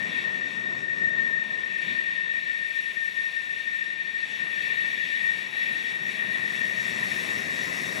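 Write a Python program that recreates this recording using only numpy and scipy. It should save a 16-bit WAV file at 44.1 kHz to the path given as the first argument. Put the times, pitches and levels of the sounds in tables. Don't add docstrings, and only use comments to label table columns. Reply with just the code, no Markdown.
import sys
import numpy as np
from scipy import signal
from scipy.fft import rfft, irfft, next_fast_len
from scipy.io import wavfile
from scipy.ndimage import uniform_filter1d, map_coordinates

SR = 44100
rng = np.random.default_rng(int(sys.argv[2]) if len(sys.argv) > 2 else 0)


def generate_wav(sig):
    pcm = np.round(np.clip(np.atleast_2d(sig).T, -1, 1) * 32767).astype(np.int16)
    wavfile.write(sys.argv[1], SR, pcm)


def field_ratio(decibels):
    return 10 ** (np.asarray(decibels, dtype=float) / 20)


N = 352800


def unit(x):
    return x / np.sqrt(np.mean(np.abs(x) ** 2) + 1e-20)


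def along(points, hz):
    f, v = np.transpose(points)
    return np.interp(np.log(hz + 1), np.log(f + 1), v, left=-120, right=-120)


def curves(rows):
    s, *cols = np.transpose(rows)
    return [np.interp(np.arange(N) / SR, s, c) for c in cols]


def wobble(rate):
    knots = rng.standard_normal(400)
    return map_coordinates(knots, [np.arange(N) * np.clip(rate, 0, 45) / SR])


def filtered(x, response):
    m = next_fast_len(N + SR // 2)
    return irfft(rfft(x, m) * response(np.fft.rfftfreq(m, 1 / SR)), m)[..., :N]


def patched(x, patchy_db, tall=8, long=6):
    z = signal.stft(x, nperseg=512)[2]
    field = uniform_filter1d(rng.standard_normal(z.shape), size=tall, axis=0)
    field = uniform_filter1d(field, size=long, axis=1)
    return signal.istft(z * field_ratio(patchy_db * unit(field)), nperseg=512)[1][:N]


def rush(spectrum, patchy_db, **shape):
    noise = patched(rng.standard_normal(N), patchy_db, **shape)
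    return unit(filtered(noise, lambda hz: field_ratio(along(spectrum, hz))))


def scatter(blur_hz, count=9000):
    hz = np.fft.fftfreq(count, N / SR / count)
    white = rng.standard_normal(count) + 1j * rng.standard_normal(count)
    sway = unit(np.fft.ifft(white * np.exp(-(hz / blur_hz) ** 2)))
    return np.interp(np.arange(N) * count / N, np.arange(count), sway)


def tones(lines):
    t = np.arange(N) / SR
    return sum(field_ratio(db) * (scatter(blur_hz=25) * np.exp(2j * np.pi * hz * t)).real for hz, db in lines)


# time in seconds, level in dB.
WHINE_LEVEL = [(0, -32.5), (.4, -30.5), (.65, -33), (.95, -30), (1.25, -26.5), (1.5, -32), (2.0, -29.5),
               (2.8, -31.5), (4.3, -32.5), (4.75, -30), (5.2, -29), (5.5, -36), (5.68, -32.5), (5.95, -39),
               (6.2, -32), (6.65, -32), (7.1, -32.5), (8, -34.5)]
# time in seconds, blade tone in Hz, core blur in Hz, wide skirt in dB.
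WHINE_PITCH = [
    (0, 1838, 30, -9),
    (1.5, 1829, 28, -11),
    (2.5, 1825, 26, -11),
    (3.5, 1822, 23, -12),
    (4.5, 1831, 32, -9),
    (5.5, 1838, 36, -6),
    (6.5, 1840, 42, -3),
    (7.1, 1845, 48, 0),
    (8, 1845, 50, 2),
]
# multiple of the blade tone, level in dB, blur in Hz.
OVERTONES = [
    (2, -52, 36),
    (3, -72, 120),
]


def fan():
    tone_hz, blur, skirt_db = curves(WHINE_PITCH)
    level_db, = curves(WHINE_LEVEL)
    turn = 2j * np.pi * np.cumsum(tone_hz) / SR
    share = np.clip((blur - 20) / 30, 0, 1)
    core = np.sqrt(1 - share) * scatter(blur_hz=28) + np.sqrt(share) * scatter(blur_hz=61.7)
    core = unit(core / (np.abs(core) + 2.4) ** 0.48)

    fade_db, fades_per_s, steady_s = 1.6, 22, .25
    whine = field_ratio(fade_db * wobble(fades_per_s)) * core
    near_skirt = field_ratio(1.23 * skirt_db + 1.0) * scatter(blur_hz=114)
    far_skirt = field_ratio(2.8 * skirt_db - 2.5) * scatter(blur_hz=260)
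    whine = whine + near_skirt * np.exp(.012 * turn)
    whine = whine + far_skirt * np.exp(.03 * turn)
    whine = whine / np.sqrt(uniform_filter1d(np.abs(whine) ** 2, size=round(steady_s * SR)))

    octave = field_ratio(.9 * skirt_db - 47) * scatter(blur_hz=100) * np.exp(2.05 * turn)
    facing_db = -.3 * (skirt_db + 10)
    clear = sum(field_ratio(db + facing_db) * scatter(blur_hz) * np.exp(k * turn) for k, db, blur_hz in OVERTONES)
    whine_db = level_db + 5.5
    return (field_ratio(whine_db) * whine * np.exp(turn) + octave + clear).real


# time in seconds, level in dB.
INLET_LEVEL = [(0.0, -42), (0.11, -38.5), (0.27, -41.5), (0.82, -46.5), (1.72, -43), (1.89, -38),
               (2.14, -43), (2.69, -41.5), (4.14, -43), (4.63, -37.5), (5.5, -40), (5.64, -37), (5.97, -42),
               (6.24, -37.5), (6.71, -41), (7.24, -37), (7.48, -40.5), (8.0, -39)]
# frequency in Hz, density in dB per Hz.
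ROAR = [(1500, -12), (1700, -6.5), (1950, 3.5), (2080, -5), (2350, 3), (2500, -2.5), (2640, 0), (3080, -13),
        (3450, -5.5), (3750, -7), (4100, -15.5), (4500, -18), (5020, -31), (5200, -47)]
HISS = [(3700, -43), (4200, -3), (4700, -7), (5030, -7), (5500, -0.5), (6000, -5), (7000, -9.5), (7750, -8),
        (8400, -10.5), (9000, -14), (9750, -18), (9850, -56)]
SIZZLE = [(9500, -40), (9800, -3.5), (10060, -1.5), (10300, -3), (10500, -3.5), (11200, -7), (11400, -9),
          (13100, -12), (13400, -16), (14500, -11.5), (15800, -15), (16000, -14)]
# frequency in Hz, level against their noise in dB.
HISS_LINES = [(5515, -19)]
SIZZLE_LINES = [(10063, -13), (10500, -21)]


def inlet():
    roar_db, = curves(INLET_LEVEL)
    flicker = wobble(14) + 0.26 * wobble(7.7)
    roar = field_ratio(roar_db + 3 + 0.79 * flicker) * rush(ROAR, patchy_db=0.55)
    hiss = rush(HISS, patchy_db=-0.25, tall=24, long=4) + tones(HISS_LINES)
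    sizzle = rush(SIZZLE, patchy_db=1.5, tall=24, long=4) + tones(SIZZLE_LINES)
    hiss_db = -54.5 + follow(inlet=0.25, nearness=0.67, nozzle=0.27)
    hiss_db = hiss_db + .8 * flicker + .5 * wobble(9)
    sizzle_db = -62.5 + follow(inlet=0.71, nearness=0.97, nozzle=0.18)
    sizzle_db = sizzle_db + .8 * flicker + .4 * wobble(6)
    return roar + field_ratio(hiss_db) * hiss + field_ratio(sizzle_db) * sizzle


# time in seconds, level in dB.
NOZZLE_LEVEL = [(0.0, -45), (0.44, -49.5), (0.78, -45), (0.93, -53.5), (0.98, -46), (1.76, -54.5),
                (1.94, -48.5), (2.07, -55.5), (2.85, -59.5), (4.19, -59), (4.45, -53), (5.21, -55),
                (6.71, -48.5), (6.97, -45), (7.82, -44), (8.0, -39)]
# frequency in Hz, density in dB per Hz.
RUMBLE = [(15, -66), (25, -45), (65, -20.5), (188, -1.5), (205, -2), (286, -8.5), (345, -10), (382, -6),
          (468, -11.5), (625, -10), (800, -20), (1040, -55), (1760, -120)]
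BODY = [(180, -26), (300, -8), (419, -4), (574, -5.5), (625, -4.5), (906, -5.5), (1050, -3.5), (1360, -8.5),
        (1650, -3.5), (2140, -42), (3630, -120)]


def exhaust():
    nozzle_db, = curves(NOZZLE_LEVEL)
    rumble_db = nozzle_db + 3 + 0.59 * wobble(7.4)
    rumble = field_ratio(rumble_db) * rush(RUMBLE, patchy_db=-0.2)
    body_db = -48.5 + follow(inlet=0.27, nearness=0.028, nozzle=0.54) + 0.56 * wobble(7.2)
    return rumble + field_ratio(body_db) * rush(BODY, patchy_db=1.0)


# time in seconds, gain at the top in dB.
NEARNESS = [(0, 1), (1, -1), (2.3, 0.5), (3, 7.5), (4, 2.5), (5, 5), (6.1, 6), (7, 10.5), (8, 14.5)]


def follow(inlet, nearness, nozzle):
    change_db = 0
    for share, rows in ((inlet, INLET_LEVEL), (nearness, NEARNESS), (nozzle, NOZZLE_LEVEL)):
        db, = curves(rows)
        change_db = change_db + share * (db - db.mean())
    return change_db


# frequency in Hz, level in dB, start and end in seconds.
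FAR_SHAFTS = [(638, -60, -.5, 2.6), (1027, -56.5, 1.2, 2.7), (1027, -65, 2.5, 3.9), (857, -61, 3.8, 6.2),
              (798, -62, 5.1, 6.7), (638, -55.5, 5.8, 7.6), (1275, -56.5, 7.0, 8.6)]
# frequency in Hz, level in dB, start and end in seconds, drift in Hz per s.
FAR_FANS = [
    (1823, -29, .8, 1.7, 0),
    (1826, -30, 2.6, 4.6, 0),
    (1850, -32, 4.9, 7.1, 7),
    (1824, -32, 5.9, 7.8, -7),
]


def far_tone(hz, db, start, end, drift=0):
    t = np.arange(N) / SR
    seen = np.clip(np.minimum(t - start, end - t) / .4, 0, 1)
    cycles = (hz + drift * (t - start) / 2) * (t - start)
    shimmer = 1 + .4 * scatter(blur_hz=5)
    return field_ratio(db) * seen * (shimmer * np.exp(2j * np.pi * cycles)).real


def idlers():
    return sum(far_tone(*row) for row in FAR_SHAFTS) + sum(far_tone(*row) for row in FAR_FANS)


def scene():
    return np.tile(fan() + inlet() + exhaust() + idlers(), (2, 1))


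LINKS = [(3, .43, .6514), (4, .75, .5647), (5, .347, .4895)]


def smear(hz):
    u = hz / 375
    step = np.where(u < 1, 1 / 4, np.where(u < 3, 1 / 2, 1))
    centre = (np.floor(u / step) + .5) * step
    slot = np.exp(-1j * np.pi * u)
    fade = np.clip(1 - .05 * (np.floor(u) - 3), 0, 1)
    chain = slot ** 2 * np.exp(-.39j * np.pi * centre)
    for delay, turn, feedback in LINKS:
        link = slot ** delay * np.exp(-1j * np.pi * turn * centre)
        chain = chain * (link - feedback * fade) / (1 - feedback * fade * link)
    return np.where(u < 23, chain, np.where(u < 35, slot ** 14, slot))


# band start in Hz, left over right in dB, left-right likeness from -1 to 1.
WIDTH = [(0, 20, .48), (94, 15.5, .97), (188, 10, .75), (284, 7.5, -.02), (378, 8, -.47), (583, 7.5, -.45),
         (763, 10, -.95), (920, 9.5, -.33), (1125, 8, -.31), (1505, 11, -.89), (1841, 10, -.64),
         (2144, 16.5, .61), (2580, 11, .86), (2960, 9, 1), (3350, 1.2, .88), (4125, 2, .66),
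         (5250, 1.8, .9), (6750, .4, .97), (8625, 11, 1), (8850, 13, .4), (9750, 13.5, .24),
         (13125, 17, .2), (14950, 20, .2)]


def shares(hz):
    start, balance_db, alike = np.transpose(WIDTH)
    row = np.clip(np.searchsorted(start, hz) - 1, 0, None)
    right = np.sqrt(2 / (1 + field_ratio(2 * balance_db[row])))
    left = right * field_ratio(balance_db[row])
    spread = np.arccos(np.clip(alike[row], -1, 1)) / 2
    lean = spread * (right - left) / np.sqrt(2)
    return np.array([left * np.exp(1j * (lean + spread)), right * np.exp(1j * (lean - spread))])


# start in seconds, length in seconds.
DROPOUTS = [(0.23, 0.07), (0.62, 0.17), (1.12, 0.08), (2.945, 0.08), (4.32, 0.08), (4.97, 0.11),
            (5.6, 0.08), (5.81, 0.08), (6.02, 0.06), (6.76, 0.08), (7.42, 0.09), (7.56, 0.16)]
# frequency in Hz, level in dB.
KEPT = [(4000, -110), (5030, -62), (5300, -84), (9700, -82), (11500, -77), (16000, -78)]


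def starve(x, hop=1024, start=395):
    k, n = np.arange(hop) + .5, np.arange(2 * hop)
    window = signal.windows.kaiser_bessel_derived(2 * hop, 4 * np.pi)
    basis = window * np.cos(np.pi / hop * np.outer(k, n + .5 + hop / 2)) * np.sqrt(2 / hop)
    padded = np.pad(x, ((0, 0), (2 * hop - start, 2 * hop)))
    blocks = padded[:, :(N // hop + 4) * hop].reshape(2, -1, hop)
    c = np.concatenate([blocks[:, :-1], blocks[:, 1:]], axis=2) @ basis.T
    hz = k * SR / hop / 2
    t = (np.arange(c.shape[1]) * hop + start - hop) / SR

    right_db = -15 * np.arange(2)[:, None, None]
    floor = field_ratio(2 * along(KEPT, hz) + 2 * right_db)
    c = c * (uniform_filter1d(c ** 2, size=7, axis=2) > floor) * (hz < 15750)
    coarse = np.interp(hz, [3000, 5000, 9500, 11500], [0, .1, .1, .5])
    c = c * (c ** 2 > coarse * uniform_filter1d(c ** 2, size=32, axis=2))

    spells = sum((t > s) & (t < s + length) for s, length in DROPOUTS)
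    brief = np.repeat(rng.random(len(t)) < .05, 2)[:len(t)]
    idle = spells + brief > 0
    c = c * ~(idle[:, None] & (hz > 8270) & (hz < 8960))
    top = hz > 15160
    top_power = np.mean(c[..., top] ** 2, axis=2, keepdims=True)[:1]
    too_weak = top_power < field_ratio(2 * -72.5 + 2 * rng.standard_normal((len(t), 1)))
    c = c * ~(top & too_weak)
    c[1] *= (hz < 8960) | (hz > 9650)
    y = c @ basis
    overlapped = (y[:, :-1, hop:] + y[:, 1:, :hop]).reshape(2, -1)
    return overlapped[:, hop - start:][:, :N]


def roll_off(x):
    return signal.sosfilt(signal.butter(12, 16300, fs=SR, output="sos"), x)


def record(dry):
    mono = filtered(dry.mean(0), lambda hz: 1 - .6 * np.exp(-((hz - 5035) / 70) ** 2))
    copy = patched(filtered(mono, smear), patchy_db=-0.5, tall=5, long=8)
    wide = filtered(mono, lambda hz: shares(hz).real) + filtered(copy, lambda hz: shares(hz).imag)
    wide[1] = patched(wide[1], patchy_db=2.0, tall=6, long=6)
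    return roll_off(starve(wide))


dry = scene()
out = record(dry)
generate_wav(out)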